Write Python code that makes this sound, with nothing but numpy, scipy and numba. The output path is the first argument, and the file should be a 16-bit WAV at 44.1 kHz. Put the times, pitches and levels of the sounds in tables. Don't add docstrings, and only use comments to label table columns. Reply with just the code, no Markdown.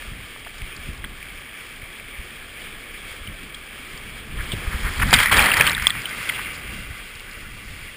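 import sys
import numpy as np
from scipy import signal
from scipy.fft import rfft, irfft
from scipy.io import wavfile
from scipy.ndimage import uniform_filter1d
from numba import njit

SR = 44100
rng = np.random.default_rng(int(sys.argv[2]) if len(sys.argv) > 2 else 0)


def linear_from_db(decibels):
    return 10 ** (np.asarray(decibels, float) / 20)


def store_wav(level_fs):
    pcm = np.round(np.clip(np.atleast_2d(level_fs), -1, 1) * 32767)
    wavfile.write(sys.argv[1], SR, pcm.T.astype(np.int16))


N = 351036

# time_s, level_db
WATER = [(0, -39), (.3, -40), (.9, -38.5), (1.6, -39.5), (2.9, -37.5), (3.5, -38), (4.3, -37.5), (4.4, -35),
         (4.85, -31.5), (5.05, -29), (5.11, -24.5), (5.3, -30.5), (5.73, -40), (5.85, -28.5), (5.92, -31.5),
         (6.35, -31), (6.88, -38), (7.96, -41)]
# time_s, deep_slosh_db, fine_mist_db
WAVE = [
    (1.5, 0, -0.3),
    (4.3, 0, -1.5),
    (5.05, 5, 2.5),
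    (5.26, -8, -0.5),
    (5.35, 10.5, -5),
    (5.65, 2.5, -8.5),
    (5.75, -20, -3),
    (6.1, -0.5, 1),
    (6.45, -3.5, -1),
    (7, -1, 1.5),
]
# frequency_hz, density_db per Hz
SPRAY = [(150, -22), (250, -18), (322, -29), (387, -20), (703, -16), (954, -9.5), (1260, -4), (1800, -0.5),
         (2380, -1), (2790, -9.5), (3230, -3), (3690, -12.5), (4560, -13), (5420, -16), (5950, -21),
         (7740, -63), (13100, -120)]
TICK_ATTACK_S = .0005


def colour(x, points):
    hz, db = np.transpose(points)
    f = np.fft.rfftfreq(N, 1 / SR) + 1
    gain_db = np.interp(np.log(f), np.log(hz), db, left=-90, right=-90)
    y = irfft(rfft(x) * linear_from_db(gain_db), N)
    return y / np.sqrt(np.mean(y ** 2))


def curves(rows):
    s, *columns = np.transpose(rows)
    return [np.interp(np.arange(N) / SR, s, c) for c in columns]


def walk(rate):
    k = int(SR / rate)
    steps = np.repeat(rng.standard_normal(N // k + 1), k)
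    return 2.02 * uniform_filter1d(uniform_filter1d(steps, k), k)[:N]


@njit
def pings(s, size, hz, length_s, splatter, rise, glide, hiss):
    out = np.zeros(N + SR)
    for e in range(len(s)):
        start, n = int(s[e] * SR), int(length_s[e] * SR) + 2
        for i in range(n):
            u = i / n
            ring = np.sin(2 * np.pi * hz[e] * i / SR * (1 + glide * (u - 1) / 2))
            shape = np.sin(np.pi * u ** rise) ** 2
            mixed = (1 - splatter[e]) * ring + splatter[e] * hiss[(start + i) % N]
            out[start + i] += size[e] * shape * mixed
    return out[:N]


def banded(points, swell_db, flicker_db, flicker_rate, deep_db=0, fine_db=0):
    noise = rfft(colour(rng.standard_normal(N), points))
    octave = np.log2(np.fft.rfftfreq(N, 1 / SR) + 1)
    out, shared = 0, walk(flicker_rate / 2)
    for centre in np.arange(8, 13, .5):
        band = irfft(noise * np.clip(1 - 2 * np.abs(octave - centre), 0, 1), N)
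        shared = 1.08 * shared + 0.21 * walk(flicker_rate / 2)
        tilt_db = deep_db if centre < 10 else fine_db if centre >= 12 else 0
        out = out + band * linear_from_db(swell_db * shared + flicker_db * walk(flicker_rate) + tilt_db)
    return out


def patter(count, spread_db, cycles):
    when, pitch, rank, stretch = rng.random((count, 4)).T
    hz = 400 * 14 ** pitch
    size = linear_from_db(-spread_db * np.log(rank + 8e-3)) * np.sqrt(hz)
    length_s = cycles * (.5 + stretch) / hz
    return pings(when * N / SR, size, hz, length_s, np.zeros(count), 0.59, 0.16, np.zeros(N))


def sheets(rows):
    out = 0
    for s, rise_s, db, t60 in rows:
        age = np.arange(N) / SR - s
        fade_db = -60 * np.maximum(age - rise_s, 0) / max(t60, .005)
        rise = np.clip(age / max(rise_s, .001), 0, 1)
        out = out + (linear_from_db(db + fade_db) * rise) ** 2
    return out


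def through_case(x):
    # centre_hz, width_hz, lift_db
    dry_ridges = [(1200, 340, 3), (1710, 220, 4), (2266, 230, 3.0), (3263, 450, 7.5)]
    wet_ridges = [(1170, 150, 3.5), (1500, 190, 6), (2040, 290, 5), (2400, 200, 1), (2780, 150, 7),
                  (3250, 250, 5.5), (4800, 490, 0.5)]
    soaked_s = 5.4
    f = np.fft.rfftfreq(N, 1 / SR)

    def resonate(ridges):
        lift_db = sum(db / (1 + (2 * (f - hz) / width) ** 2) for hz, width, db in ridges)
        return irfft(rfft(x) * linear_from_db(lift_db), N)

    return np.where(np.arange(N) < soaked_s * SR, resonate(dry_ridges), resonate(wet_ridges))


def water_gains():
    # start_s, rise_s, crest_db, t60_s
    surges = [
        (5.12, 0.09, -10.5, 0.4),
        (5.31, 0.01, -10, 0.72),
        (5.33, 0.058, -8, 1),
        (5.46, 0.079, -22, .7),
        (5.555, 0.016, -12.5, 0.66),
        (5.63, 0.044, -12, 0.3),
    ]
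    # crest_s, level_db
    spatters = [(5.19, -13), (5.203, -15), (5.231, -12.5), (5.26, -18), (5.272, -28), (5.286, -25),
                (5.298, -25), (5.326, -9), (5.342, -12), (5.367, -19), (5.379, -11.5), (5.395, -13.5),
                (5.406, -15), (5.443, -14), (5.458, -14), (5.468, -19.5), (5.488, -15), (5.498, -23),
                (5.509, -26), (5.519, -18), (5.54, -16), (5.569, -14), (5.599, -13), (5.612, -12),
                (5.622, -16), (5.642, -17), (5.653, -22), (5.669, -14), (5.683, -18), (5.708, -19.5),
                (5.722, -24), (5.733, -28), (5.751, -26), (5.769, -30), (5.781, -25), (5.798, -23),
                (5.822, -22), (5.841, -24)]
    # start_s, peak_db, t60_s
    slaps = [
        (5.128, 1.5, 0.052),
        (5.136, -3.5, 0.13),
        (5.315, -4.5, 0.067),
    ]
    rise_s = .004
    bursts = [(s - rise_s, rise_s, db - 1.5, .055) for s, db in spatters]
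    level = np.sqrt(linear_from_db(2 * curves(WATER)[0]) + linear_from_db(2 * -6) * sheets(surges) + sheets(bursts))
    cap_db, = curves([(3.6, -37.5), (6.5, -32)])
    roar_gain = np.minimum(level, linear_from_db(cap_db))
    slap_power = sheets([(s, .0017, db - 7.5, t60) for s, db, t60 in slaps])
    return roar_gain, np.sqrt(level ** 2 - roar_gain ** 2 + slap_power)


def parting():
    # start_s, length_s, level_db
    partings = [
        (5.029, 0.034, -43),
        (5.122, 0.032, -31),
        (5.11, 0.062, -50),
        (5.27, .04, -60),
        (5.475, 0.09, -53),
        (5.609, 0.018, -42),
        (5.693, 0.2, -48),
        (5.867, 0.0071, -18),
        (5.88, 0.1, -47),
    ]
    # frequency_hz, density_db per Hz
    dull = [(15, 3), (60, -9), (250, -19), (600, -27), (900, -60)]
    t = np.arange(N) / SR
    gate = sum(linear_from_db(db) * np.sin(np.pi * np.clip((t - s) / length_s, 0, 1)) for s, length_s, db in partings)
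    return gate * colour(rng.standard_normal(N), dull)


def rapid(gain):
    # frequency_hz, density_db per Hz
    roar_points = [(150, 10.5), (250, -4.5), (448, -8), (532, -10), (993, -14.5), (1160, -8.5),
                   (1420, -8.5), (1730, -5.5), (1880, -5.5), (2320, 0), (2830, -7), (3280, -9), (4210, -15),
                   (4880, -13.5), (5950, -21), (7740, -61), (13100, -120)]
    deep_db, fine_db = curves(WAVE)
    roar = banded(roar_points, .3, .8, 24, deep_db, fine_db)
    bubbles = colour(patter(count=9000, spread_db=3.5, cycles=5.3), roar_points)
    return linear_from_db(-1.95) * gain * through_case(roar + linear_from_db(-8.5) * bubbles)


def strap():
    # frequency_hz, density_db per Hz
    rumble_points = [(8.8, -38), (15, -4), (32, 0), (48, -3.5), (218, -13), (255, -19), (285, -19),
                     (450, -29), (580, -41), (990, -120)]
    # centre_s, peak_db, length_s
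    lurches = [(.06, -40, 0.18), (.18, -37.5, 0.19), (0.62, -34, 0.091), (0.79, -40, 0.064),
               (0.895, -29, 0.052), (1.04, -37.5, 0.38), (1.32, -48, 0.18), (2.19, -43, 0.17),
               (2.904, -54, .12), (3.125, -51, 0.045), (3.297, -33.5, 0.076), (3.442, -36, 0.061),
               (7.487, -37, 0.12), (3.948, -37, 0.035), (4.124, -39, 0.36), (4.376, -26, 0.15),
               (4.44, -34, .15), (4.555, -27, 0.12), (4.665, -32, 0.082), (4.753, -28.5, 0.14),
               (4.87, -24.5, 0.08), (5.027, -21, 0.082), (5.154, -28, 0.21), (5.386, -20.5, 0.16),
               (5.602, -23, 0.17), (5.725, -29.5, 0.39), (5.975, -29.5, 0.11), (6.768, -34, 0.44),
               (6.92, -37, 0.06), (7.698, -39.5, 0.66)]
    power = linear_from_db(2 * (-47 + 1 * (curves(WATER)[0] + 40)))
    for s, db, length_s in lurches:
        fade_db = 8.5 * 2 * np.abs(np.arange(N) / SR - s) / length_s
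        power = power + linear_from_db(2 * (db - fade_db))
    rumble = colour(rng.standard_normal(N), rumble_points) * np.sqrt(power) * linear_from_db(1.0 * walk(25) - 2.5)
    pinned_s, freed_s, settle_s = 5.45, 6.6, 0.25
    free_db, pinned_db = 2.5, -9.5
    sway_db, = curves([(pinned_s - settle_s, free_db), (pinned_s, pinned_db),
                       (freed_s, pinned_db), (freed_s + settle_s, free_db)])
    sway = signal.sosfiltfilt(signal.butter(2, 50, fs=SR, output="sos"), rumble)
    return rumble + (linear_from_db(sway_db) - 1) * sway


def jolts():
    # centre_s, depth_db, pitch_hz
    dips = [(0.08, -26, 43.3), (0.121, -25.5, 95), (0.812, -33, 45), (0.917, -32, 55), (0.635, -28, 47),
            (0.901, -26, 85), (1.006, -31.5, 70), (1.833, -29, 70), (2.196, -24, 45.6), (3.117, -31, 47.7),
            (3.221, -29, 55), (3.298, -43, 65), (3.444, -27, 75), (3.942, -32, 56), (4.401, -25, 50),
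            (4.537, -16.5, 127), (4.572, -30, 50), (4.679, -14.5, 51.5), (4.75, -21, 60), (4.766, -18, 60),
            (4.802, -24, 60), (4.84, -19.5, 36), (4.865, -26, 70), (5.001, -19, 60), (5.036, -20, 35),
            (5.038, -15, 70), (5.059, -16, 109), (5.083, -18, 70), (5.129, -15, 220), (5.138, -14, 170),
            (5.153, -16, 91), (5.17, -19, 65), (5.182, -16, 100), (5.384, -17, 62), (5.427, -20, 65),
            (4.907, -27, 60), (4.983, -24, 70), (4.435, -27, 70), (5.825, -22.5, 52), (6.493, -32, 68),
            (6.652, -30, 42.5), (6.693, -32, 49.3), (6.794, -37, 71), (6.909, -26, 75.5), (7.376, -36, 51),
            (7.688, -38.5, 55), (7.709, -30, 50), (7.742, -39, 56)]
    # centre_s, height_db, pitch_hz
    bumps = [(.093, -31, 45), (.165, -33, 50), (.195, -27, 80), (.624, -28, 70), (.647, -31, 55),
             (.793, -29, 55), (.893, -28, 90), (4.34, -22, 55), (4.384, -32, 60), (4.551, -23, 60),
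             (4.804, -24, 55), (4.854, -21, 55), (4.884, -26, 70), (4.924, -26, 60), (5.014, -15, 86),
             (5.097, -16.5, 80), (5.326, -17, 70), (5.357, -24, 70), (5.375, -19, 70), (5.403, -24, 80),
             (5.417, -17.5, 75), (5.452, -23, 55), (5.589, -22, 60)]
    s, db, hz = np.transpose(dips + bumps)
    length_s = 1.5 / hz
    way = np.where(np.arange(len(s)) < len(dips), 1., -1.)
    return pings(s - length_s / 2, way * linear_from_db(db - 1.5), hz, length_s, 0 * s, 1.07, 0., np.zeros(N))


def gulps():
    # start_s, level_db, centre_hz, width_octaves, length_ms
    swallows = [(.357, -46, 1010, 1.6, 9.6), (.463, -36, 1140, 2.2, 16), (1.046, -32, 1260, 0.74, 5.2),
                (4.38, -32.5, 1600, 0.72, 43), (4.516, -30, 3160, 0.53, 30), (4.525, -34.5, 300, 2, 28),
                (4.71, -31.5, 1530, 1.2, 48), (4.83, -27.5, 1580, 1.17, 79), (4.995, -19.5, 1640, 1.1, 15),
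                (5.012, -17, 1500, 1.35, 30.6), (5.07, -30, 1587, 0.51, 38), (5.1295, -18.5, 685, 0.66, 15),
                (5.1375, -6, 2780, 0.89, 8.6), (5.6, -22.5, 383, 1.3, 17), (5.879, -30, 1200, 0.3, 37),
                (6.289, -21.5, 2090, 1.25, 14.5), (6.388, -27, 1280, 1, 10.5), (6.1, -30, 2080, 0.13, 57),
                (5.91, -33, 2120, 0.55, 220), (6.33, -31.5, 2700, 0.61, 46), (5.79, -31, 1980, 0.49, 66)]
    # start_s, level_db
    sloshes = [
        (3.41, -45),
        (5.051, -33),
        (5.121, -27),
        (7.262, -49),
        (5.36, -32.5),
        (5.438, -34),
        (5.751, -48),
        (5.931, -52),
        (6.049, -50),
        (6.719, -41.5),
    ]
    # start_s, level_db, length_ms
    trickles = [(3.545, -45, 12), (6.529, -41.5, 43), (6.979, -39, 5), (7.151, -41.5, 8.7), (7.194, -43, 6),
                (7.31, -41, 7), (7.33, -45, 8), (7.41, -47, 5), (.395, -46, 7.7), (.582, -44, 6.5),
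                (0.762, -39, 8), (.976, -44, 6)]
    rows = (swallows + [(s, db, 191, 0.87, 63) for s, db in sloshes]
            + [(s, db, 4500, 0.43, ms) for s, db, ms in trickles])
    out = np.zeros(N)
    for s, db, hz, octaves, ms in rows:
        edges = hz * 2 ** (np.array([-.5, .5]) * octaves)
        sos = signal.butter(3, edges, "band", fs=SR, output="sos")
        burst = signal.sosfilt(sos, rng.standard_normal(SR // 5))[SR // 10:]
        u = np.minimum(np.arange(len(burst)) / SR / (ms / 1000), 1)
        out[int(s * SR):][:len(burst)] += linear_from_db(db) * burst / burst.std() * np.sin(np.pi * u ** 0.88)
    return out


def drops():
    # start_s, peak_db, ring_hz
    drips = [
        (.022, -27, 2350),
        (0.449, -31, 2400),
        (0.481, -38, 2400),
        (.619, -30, 2310),
        (.859, -36, 2620),
        (1.054, -34, 2200),
        (1.228, -30, 2330),
        (4.52, -22, 3270),
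        (6.695, -41, 2310),
        (7.296, -30, 2070),
    ]
    # start_s, peak_db, ring_hz, length_ms
    wave_drops = [(5.1386, 1.5, 3150, 3.1), (5.138, -22, 5000, 5.9), (5.118, -21, 2300, 6.9),
                  (5.269, -19, 1900, 11), (5.282, -22, 2200, 9.1), (5.311, -21, 1130, 8),
                  (5.169, -20, 2000, 6), (5.258, -15, 1910, 5.5), (5.315, -18, 2040, 4),
                  (5.375, -19, 2400, 3.5), (5.393, -8.5, 2350, 3.3), (5.563, -21, 1950, 21),
                  (5.608, -29, 424, 5.5), (5.6099, -3.5, 2420, 5), (5.607, -9.5, 1700, 8.6),
                  (5.667, -20, 2100, 8.3), (5.749, -18.5, 3600, 3.8), (5.768, -18.5, 1900, 4),
                  (5.779, -22, 1500, 6.4), (5.8692, -13, 2100, 3.4), (5.877, -23, 5100, 2.9),
                  (5.953, -22, 1430, 1.9), (6.213, -31, 1200, 4.7), (6.291, -23.5, 3240, 8),
                  (6.29, -24.5, 2100, 16)]
    # start_s, peak_db, ring_hz
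    droplets = [(3.549, -37.5, 4030), (3.9755, -33, 4660), (4.5167, -34, 4280), (4.9367, -32, 4800),
                (5.0224, -28, 5030), (5.1083, -23, 4800), (5.1384, -29, 3960), (5.139, 1.5, 4800),
                (5.259, -25, 3840), (5.234, -22, 4500), (5.261, -28, 5100), (5.162, -19, 4670),
                (5.369, -14, 3700), (5.573, -23, 4600), (5.3144, -23, 4340), (5.374, -15.5, 4600),
                (5.4245, -17, 4100), (5.449, -24, 4190), (5.46, -19, 4380), (5.503, -24, 4370),
                (5.541, -16, 4580), (5.569, -25, 5300), (5.6306, -30, 4460), (5.6675, -16, 4300),
                (5.696, -16.5, 3960), (5.717, -22.5, 5100), (5.786, -29, 3880), (5.824, -27, 5200),
                (5.898, -23, 3960), (6.019, -31, 4750), (6.093, -32, 4840), (6.293, -39, 4220)]
    rows = ([(*row, 2.9, 0.26) for row in drips] + [(*row, 0.14) for row in wave_drops]
            + [(*row, 4, 0.43) for row in droplets])
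    s, db, hz, ms, splatter = np.transpose(rows)
    hiss = colour(rng.standard_normal(N), SPRAY)
    length_s = np.clip(ms, .5, 30) / 1000
    return pings(s - .0005, linear_from_db(db + 6.0), hz, length_s, np.clip(splatter, 0, 1), 0.66, -0.13, hiss)


def ticks():
    # start_s, peak_db, ring_hz, t60_ms
    beads = [(.3622, -25, 1250, 6), (.4648, -24, 1050, 4.6), (0.4703, -30, 744, 5.9), (.471, -24, 1700, 12),
             (1.0417, -13.5, 1900, 8.2), (1.046, -18.5, 3270, 12), (1.045, -17, 1500, 6),
             (3.2742, -21, 3030, 16), (3.545, -22.5, 3270, 26), (5.129, -2, 900, 14),
             (5.1286, -6, 2400, 12), (5.133, -10, 1900, 12), (5.1381, 4, 3420, 18), (5.1407, 2, 2500, 8.5),
             (5.1435, -5, 3650, 19), (5.1465, -8, 2160, 38), (5.153, -15, 2130, 17), (5.159, -15, 2000, 20),
             (5.188, -12, 3080, 14), (5.202, -4.5, 2150, 12), (5.228, -7, 2400, 9.7),
             (5.296, -12, 1970, 25), (5.326, -8, 1720, 14), (5.343, -6, 2000, 12), (5.378, -5, 1500, 12),
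             (5.389, -9, 1450, 16), (5.403, -14, 1400, 17), (5.465, -6.5, 2000, 24), (5.506, -9, 1300, 14),
             (5.5168, -1.5, 2700, 15), (5.537, -4, 2170, 13), (5.579, -16, 5250, 10),
             (5.598, -11, 1500, 18), (5.62, -14, 3170, 18), (5.634, -21, 5600, 7.3),
             (5.675, -5.5, 3050, 12), (5.707, -9.5, 2190, 12), (5.731, -11, 2300, 18),
             (5.858, -16, 2020, 23), (5.8768, -16, 2480, 11), (5.897, -30, 2170, 12),
             (5.9043, -6.5, 3370, 14), (5.905, -10, 1890, 13), (6.056, -11, 3080, 15),
             (6.292, -28, 1710, 18), (6.293, -22, 1200, 11), (5.869, -7.5, 1100, 11),
             (6.297, -12, 2040, 25), (6.324, -20, 2010, 16), (6.3925, -18, 2000, 11)]
    out, age = np.zeros(N), np.arange(SR // 20) / SR
    attack = np.minimum(age / TICK_ATTACK_S, 1)
    for s, db, hz, t60_ms in beads:
        decay = linear_from_db(db - 60 * age / (max(t60_ms, 2) / 1000))
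        out[int(s * SR):][:len(age)] -= decay * attack * np.sin(2 * np.pi * hz * age)
    return out


def bead():
    start_s, peak_db, ring_hz, hold_s, t60_s = 5.8687, 1.5, 3340, .0022, .005
    age = np.maximum(np.arange(N) / SR - start_s, 0)
    fade_db = -60 * np.clip(age - hold_s, 0, .1) / t60_s
    attack = np.minimum(age / TICK_ATTACK_S, 1)
    return -linear_from_db(peak_db + fade_db) * attack * np.sin(2 * np.pi * ring_hz * age)


def spray(gain):
    deep_db, fine_db = curves(WAVE)
    grains = banded(SPRAY, .3, 1.2, 80, deep_db, fine_db) * linear_from_db(.7 * walk(300))
    grains = grains + linear_from_db(-1.75) * colour(patter(count=9000, spread_db=1.5, cycles=2.24), SPRAY)
    local_power = uniform_filter1d(grains ** 2, int(.007 * SR))
    evenness = .75
    evened = grains * (np.mean(grains ** 2) / local_power) ** (evenness / 2)
    return linear_from_db(-3.0) * gain * evened


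def scene():
    roar_gain, spray_gain = water_gains()
    inside = rapid(roar_gain) + strap() + jolts() + gulps() + drops() + ticks() + bead() + spray(spray_gain)
    return inside + parting() * np.array([[1], [-1]])


def band_limit(x):
    return signal.sosfilt(signal.butter(12, 15830, fs=SR, output="sos"), x)


def record(dry):
    up, down = 40, 147
    slow = signal.resample_poly(np.clip(dry, -1.03, 1.03), up, down, axis=1)
    held = np.repeat(slow, 4, axis=1)
    out = signal.resample_poly(held, down, 4 * up, axis=1)[:, :N]
    top_cut = signal.ellip(12, .2, 60, 15250, fs=SR, output="sos")
    out = signal.sosfilt(top_cut, np.clip(out, -.93, .93))
    return band_limit(np.clip(out, -1, 1))


dry = scene()
out = record(dry)
store_wav(out)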